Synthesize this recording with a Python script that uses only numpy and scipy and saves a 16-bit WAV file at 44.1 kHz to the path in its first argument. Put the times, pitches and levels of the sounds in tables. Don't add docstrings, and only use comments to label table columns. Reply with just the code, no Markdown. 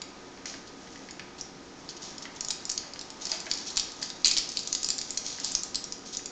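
import sys
import numpy as np
from scipy import signal
from scipy.fft import rfft, irfft
from scipy.io import wavfile

SR = 44100
rng = np.random.default_rng(int(sys.argv[2]) if len(sys.argv) > 2 else 0)


def materialize(psi):
    bounded = np.clip(np.atleast_2d(psi).T, -1, 1)
    quanta = np.round(bounded * 32767).astype(np.int16)
    wavfile.write(sys.argv[1], SR, quanta)


N = 278271
TIME = np.arange(N) / SR

# t/s, level/dB
HAND_EFFORT = [(0, -60), (.7, -60.5), (.95, -51.5), (1.3, -66), (1.75, -57), (2.1, -59.5), (2.6, -51.5),
               (3.1, -54), (3.55, -43), (4.2, -50.5), (4.35, -41), (5.1, -46), (5.45, -39.5), (5.68, -49.5),
               (6.0, -53), (6.31, -57)]
# f/Hz, level/dB
WEAVE_COLOUR = [(900, -18), (2000, -22), (3200, -5.5), (4100, -2.5), (4800, 0), (5600, 1.5), (6600, 2),
                (7300, -5), (9000, -21)]
# t/s, level/dB, brightness/dB (upper resonances over lower)
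STRAP_SNAPS = [(0.018, -32, -2), (0.457, -33.5, 5), (1.109, -37.5, 0), (1.195, -42.5, -9), (1.411, -30, 13),
               (1.89, -34, -14), (2.181, -35, 4), (2.408, -26, 0), (2.448, -30, 2), (2.485, -27, 9),
               (2.505, -23.5, 2), (2.51, -26, 7), (2.6534, -29, 0), (2.6946, -29, 5), (2.698, -24, 5.5),
               (2.716, -27, 6.5), (2.7773, -23.5, 0), (2.9357, -35, -10), (2.992, -33.5, -10),
               (3.012, -34.5, -1), (3.1032, -36, -3), (3.2537, -27, -4), (3.269, -30.5, -4),
               (3.317, -21.5, -9.5), (3.514, -19.5, -7.5), (3.770, -20, -9), (3.775, -21.5, -1),
               (3.797, -21, -8), (4.028, -26.5, -6), (4.102, -31.5, -16), (4.2457, -13.5, -11),
               (4.254, -26.5, 9), (4.258, -17, 2), (4.271, -18, 5), (4.281, -20, 7), (4.313, -19, -4),
               (4.337, -25, -9), (4.367, -24, -4), (4.3745, -20, -17), (4.383, -18.5, -6.5),
               (4.571, -22, -7.5), (4.5912, -27, -4), (4.674, -27, 2), (4.728, -20.5, 4), (4.750, -22, 1.5),
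               (4.831, -25.5, 7), (4.845, -22, -1.5), (4.888, -23, 5), (4.903, -19.5, 4.5),
               (4.982, -28.5, 6), (4.988, -28.5, -8), (5.014, -27.5, 1), (5.1056, -26, 8.5),
               (5.174, -23, 4.5), (5.2643, -29, 4), (5.4459, -23, 1), (5.519, -28, 9), (5.551, -17, 2.5),
               (5.634, -26, 10), (5.746, -27, -2), (5.756, -21.5, -2), (5.841, -29.5, 10),
               (5.923, -28, 0.5), (6.149, -32.5, -6), (6.170, -25.5, 9), (6.2584, -29.5, 1)]


def from_db(db):
    return 10 ** (np.asarray(db) / 20)


def unit_rms(x):
    return x / np.sqrt(np.mean(x ** 2) + 1e-20)


def envelope(rows):
    return np.interp(TIME, *np.transpose(rows))


def at_hz(points, hz):
    freqs, values = np.transpose(points)
    return np.interp(np.log(np.maximum(hz, 1)), np.log(freqs), values)


def colour(x, spectrum):
    gain = from_db(at_hz(spectrum, np.arange(N + 1) * SR / (2 * N)))
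    return irfft(rfft(x, 2 * N) * gain)[:N]


def drift(per_s):
    knots = rng.standard_normal(4096)
    return np.interp(TIME * per_s, np.arange(len(knots)), knots)


def add(out, s, sound):
    start = int(np.clip(s * SR, 0, N - 1))
    out[start:start + len(sound)] += sound[:N - start]


def resonate(x, modes):
    out = 0
    for k, (hz, width, db) in enumerate(modes):
        r = np.exp(-np.pi * width / SR)
        zeros = [(1 - r * r) / 2, 0, (r * r - 1) / 2]
        poles = [1, -2 * r * np.cos(2 * np.pi * hz / SR), r * r]
        out = out + (-1) ** k * from_db(db) * signal.lfilter(zeros, poles, x)
    return out


def strokes(rows):
    shape = [0.0028, 0.99, 0.54, 0.0036]
    return sum(from_db(db) * np.interp(TIME, [s, s + length / 10, s + length / 2, s + length], shape)
               for s, length, db in rows)


def friction(spectrum, per_s, size_db, clump_db, hiss_db):
    flicks = rng.random(N) < per_s * from_db(clump_db * drift(45)) / SR
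    sizes = from_db(size_db * np.minimum(rng.exponential(1, N), 4)) * rng.choice([-1, 1], N)
    texture = unit_rms(flicks * sizes) + from_db(hiss_db) * rng.standard_normal(N)
    return unit_rms(colour(texture, spectrum))


def strap_rub(gain_db):
    scratch = friction(WEAVE_COLOUR, per_s=600, size_db=3.5, clump_db=-2, hiss_db=-6)
    return scratch * from_db(envelope(HAND_EFFORT) + gain_db)


def sleeve_brush():
    # t/s, level/dB
    pressure = [(0, -59.5), (1.2, -62), (1.6, -63.5), (2.1, -55.5), (3.0, -60.5), (3.3, -54.5),
                (3.95, -57.5), (4.75, -64.5), (5.4, -57.5), (6.31, -69)]
    # f/Hz, level/dB
    brush_colour = [(400, -13), (900, 5.5), (1400, -4), (1850, -1.5), (2600, -9.5), (4000, -9.5),
                    (7000, -30.5)]
    rustle = friction(brush_colour, per_s=1200, size_db=1, clump_db=2, hiss_db=-3.5)
    return rustle * from_db(envelope(pressure))


def fan(air_db, waver_rad, flutter):
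    # f/Hz, level/dB
    air_colour = [(20, -7), (50, -4), (100, -6.5), (170, 0), (230, 1.5), (335, 2.5), (420, -1.5), (600, -4),
                  (920, -9.5), (1500, -9.5), (3000, -16), (5400, -13.5), (7000, -20), (9000, -31)]
    # f/Hz, level/dB
    motor_tones = [(188, -64.5), (273.5, -59.5), (362, -63.5), (468, -66), (737.5, -68), (780, -66),
                   (982, -69), (1247.5, -63), (2514, -78), (4168, -79)]
    out = from_db(air_db) * unit_rms(colour(rng.standard_normal(N), air_colour))
    for hz, db in motor_tones:
        amplitude = np.sqrt(2) * from_db(db) * (1 + flutter * drift(8))
        out += amplitude * np.sin(2 * np.pi * hz * TIME + waver_rad * drift(9))
    return out


def small_catches(usual_per_s=7, usual_effort_db=-49.5, above_db=7, spread_db=3.5, bright_spread_db=4):
    effort_db = envelope(HAND_EFFORT)
    per_s = usual_per_s * from_db(effort_db - usual_effort_db)
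    onsets = np.flatnonzero(rng.random(N) < per_s / SR)
    size, brightness = rng.standard_normal((2, N))[:, onsets]
    levels_db = effort_db[onsets] + above_db + spread_db * size
    return np.transpose([TIME[onsets], levels_db, bright_spread_db * brightness]).tolist()


def strap_snaps(slip_s, slip_db, shiver_s, shiver_db, body_db, body_hz, detune, spread_db, gain_db):
    # f/Hz, width/Hz, level/dB
    lower_modes = [(2510, 1740, -20), (3190, 580, -11.5), (3704, 1000, -9), (4427, 930, 1), (5053, 816, 2)]
    # f/Hz, width/Hz, level/dB
    upper_modes = [(5650, 610, -7), (6520, 460, -1.5), (7085, 694, -3.5)]
    out, t = np.zeros(N), TIME[:SR // 25]
    attack = slice(0, SR // 400)
    fibres = from_db(slip_db) * (np.exp(-t / slip_s) + from_db(shiver_db) * np.exp(-t / shiver_s))
    body_band = signal.butter(1, [body_hz / 10, body_hz], "band", fs=SR, output="sos")
    for s, db, bright_db in STRAP_SNAPS + small_catches():
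        slips = (t == 0) + rng.standard_normal((3, len(t))) * fibres
        lower, upper = ([(hz * (1 + detune * rng.normal()), width, mode_db + spread_db * rng.normal())
                         for hz, width, mode_db in modes] for modes in (lower_modes, upper_modes))
        layers = resonate(slips[0], lower), resonate(slips[1], upper), signal.sosfilt(body_band, slips[2])
        low, high, body = (layer / np.std(layer[attack]) for layer in layers)
        crack = low - from_db(bright_db) * high
        snap = crack / np.std(crack[attack]) + from_db(body_db) * body
        add(out, s, from_db(db + gain_db) * snap)
    return out


def base_thuds(centre_hz, t60_s, gain_db):
    out, t = np.zeros(N), TIME[:SR // 2]
    for s, db, _ in STRAP_SNAPS:
        bob = np.sin(2 * np.pi * centre_hz * rng.uniform(.5, 1.5) * t)
        add(out, s, from_db(db + gain_db - 60 * t / t60_s) * bob)
    return out


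def room(x, tail_db, early_db, early_s, gap_s):
    # f/Hz, t60/s
    decay_times = [(300, 0.2), (2000, 0.67), (4500, 0.44), (8000, 0.3)]
    t, hz = TIME[:SR], np.arange(SR // 2 + 1)
    white = rfft(rng.standard_normal(SR))
    tail = 0
    for band_hz, t60 in decay_times:
        band = at_hz([(f, f == band_hz) for f, _ in decay_times], hz)
        tail = tail + irfft(white * band, SR) * from_db(-60 * t / t60)
    early = rng.standard_normal(SR) * (rng.random(SR) < .03) * np.exp(-t / early_s)
    fade_in = np.clip(t / gap_s - 1, 0, 1)
    response = from_db(tail_db) * unit_rms(tail * fade_in) + from_db(early_db) * unit_rms(early * fade_in)
    return signal.fftconvolve(x, response / np.sqrt(SR))[:N]


def case_taps(scuff_s, scuff_db, gain_db):
    # t/s, relative level/dB
    hits = [(0.374, -46), (0.456, -36), (0.5397, -37), (0.873, -46), (0.958, -43), (1.0877, -39),
            (1.1955, -35.5), (2.2542, -33), (2.9595, -39.5), (3.467, -35.5), (4.025, -35), (4.988, -46),
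            (5.385, -38.5), (6.194, -43)]
    # f/Hz, width/Hz, level/dB
    case_modes = [(720, 150, -15.5), (1210, 410, -7), (1866, 450, 0.5), (2460, 710, -4.5),
                  (3000, 500, -4.5), (4250, 400, -5.5), (5070, 1100, -8.5)]
    out, t = np.zeros(N), TIME[:SR // 20]
    for s, db in hits:
        force = (t == 0) + from_db(scuff_db) * rng.standard_normal(len(t)) * np.exp(-t / scuff_s)
        knock = resonate(force, case_modes)
        add(out, s, from_db(db + gain_db) * knock / np.abs(knock).max())
    return out


def strap_slides(gain_db):
    # t/s, length/s, relative level/dB
    pulls = [(0.456, 0.14, -46), (.67, 0.027, -47.5), (1.38, 0.04, -47.5), (1.888, 0.035, -43.5),
             (1.965, 0.017, -42.5), (2.01, 0.19, -45.5), (2.222, 0.025, -43), (2.36, 0.02, -46),
             (3.21, 0.083, -44.5), (3.285, 0.14, -39.5), (3.66, 0.048, -39), (4.01, 0.097, -42),
             (4.9, 0.02, -35.5), (5.235, 0.15, -43.5), (5.43, 0.18, -39.5), (6.05, 0.11, -46),
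             (6.125, 0.063, -41.5)]
    rasp = friction(WEAVE_COLOUR, per_s=2700, size_db=4, clump_db=-3.5, hiss_db=-7.5)
    return from_db(gain_db) * strokes(pulls) * rasp


def case_drags():
    # t/s, length/s, level/dB
    shoves = [(0.459, 0.12, -48.5), (2.238, 0.054, -53), (2.49, 0.046, -47.5), (2.83, 0.047, -51.5),
              (3.24, .08, -50), (3.313, 0.061, -40.5), (3.464, 0.041, -50)]
    # f/Hz, level/dB
    scuff_colour = [(200, -27), (480, -7.5), (690, 6.5), (950, -12), (1500, -3), (2400, -3), (3500, -7),
                    (7000, -29)]
    return strokes(shoves) * friction(scuff_colour, per_s=2000, size_db=-2, clump_db=8, hiss_db=-16)


def strap_rips():
    # t/s, length/s, level/dB
    tears = [(3.77, 0.042, -33.5), (4.247, 0.06, -26), (4.31, 0.026, -31), (4.365, 0.041, -30)]
    # f/Hz, level/dB
    tear_colour = [(700, -23), (1500, -10.5), (1850, -9.5), (2400, -3), (3200, 2), (3900, 1), (5000, -4),
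                   (6000, -6), (7400, 1), (9000, -8.5)]
    return strokes(tears) * friction(tear_colour, per_s=1800, size_db=-3.5, clump_db=-0.5, hiss_db=-9.5)


def scene():
    handling = strap_snaps(slip_s=0.0018, slip_db=-15.5, shiver_s=0.0084, shiver_db=-22.5,
                           body_db=-26, body_hz=1500, detune=0.043, spread_db=1.5, gain_db=0.5)
    handling += case_taps(scuff_s=0.0066, scuff_db=-21.5, gain_db=7)
    handling += strap_rub(gain_db=-3.5) + sleeve_brush() + strap_slides(gain_db=2)
    handling += strap_rips() + case_drags()
    reverb = room(handling, tail_db=-4.5, early_db=-14, early_s=0.0064, gap_s=0.00087)
    thuds = base_thuds(centre_hz=28, t60_s=0.11, gain_db=-24.5)
    return (handling + reverb + thuds + fan(air_db=-49.42, waver_rad=1, flutter=0.25))[None]


def record(dry):
    # f/Hz, gain/dB
    mic_treble = [(6900, 0.5), (7500, -1), (8100, -11.5), (8500, -6), (9000, -23.5)]
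    high_cut = signal.ellip(10, .1, 75, 9150, fs=SR, output="sos")
    return signal.sosfilt(high_cut, colour(dry[0], mic_treble)[None])


dry = scene()
out = record(dry)
materialize(out)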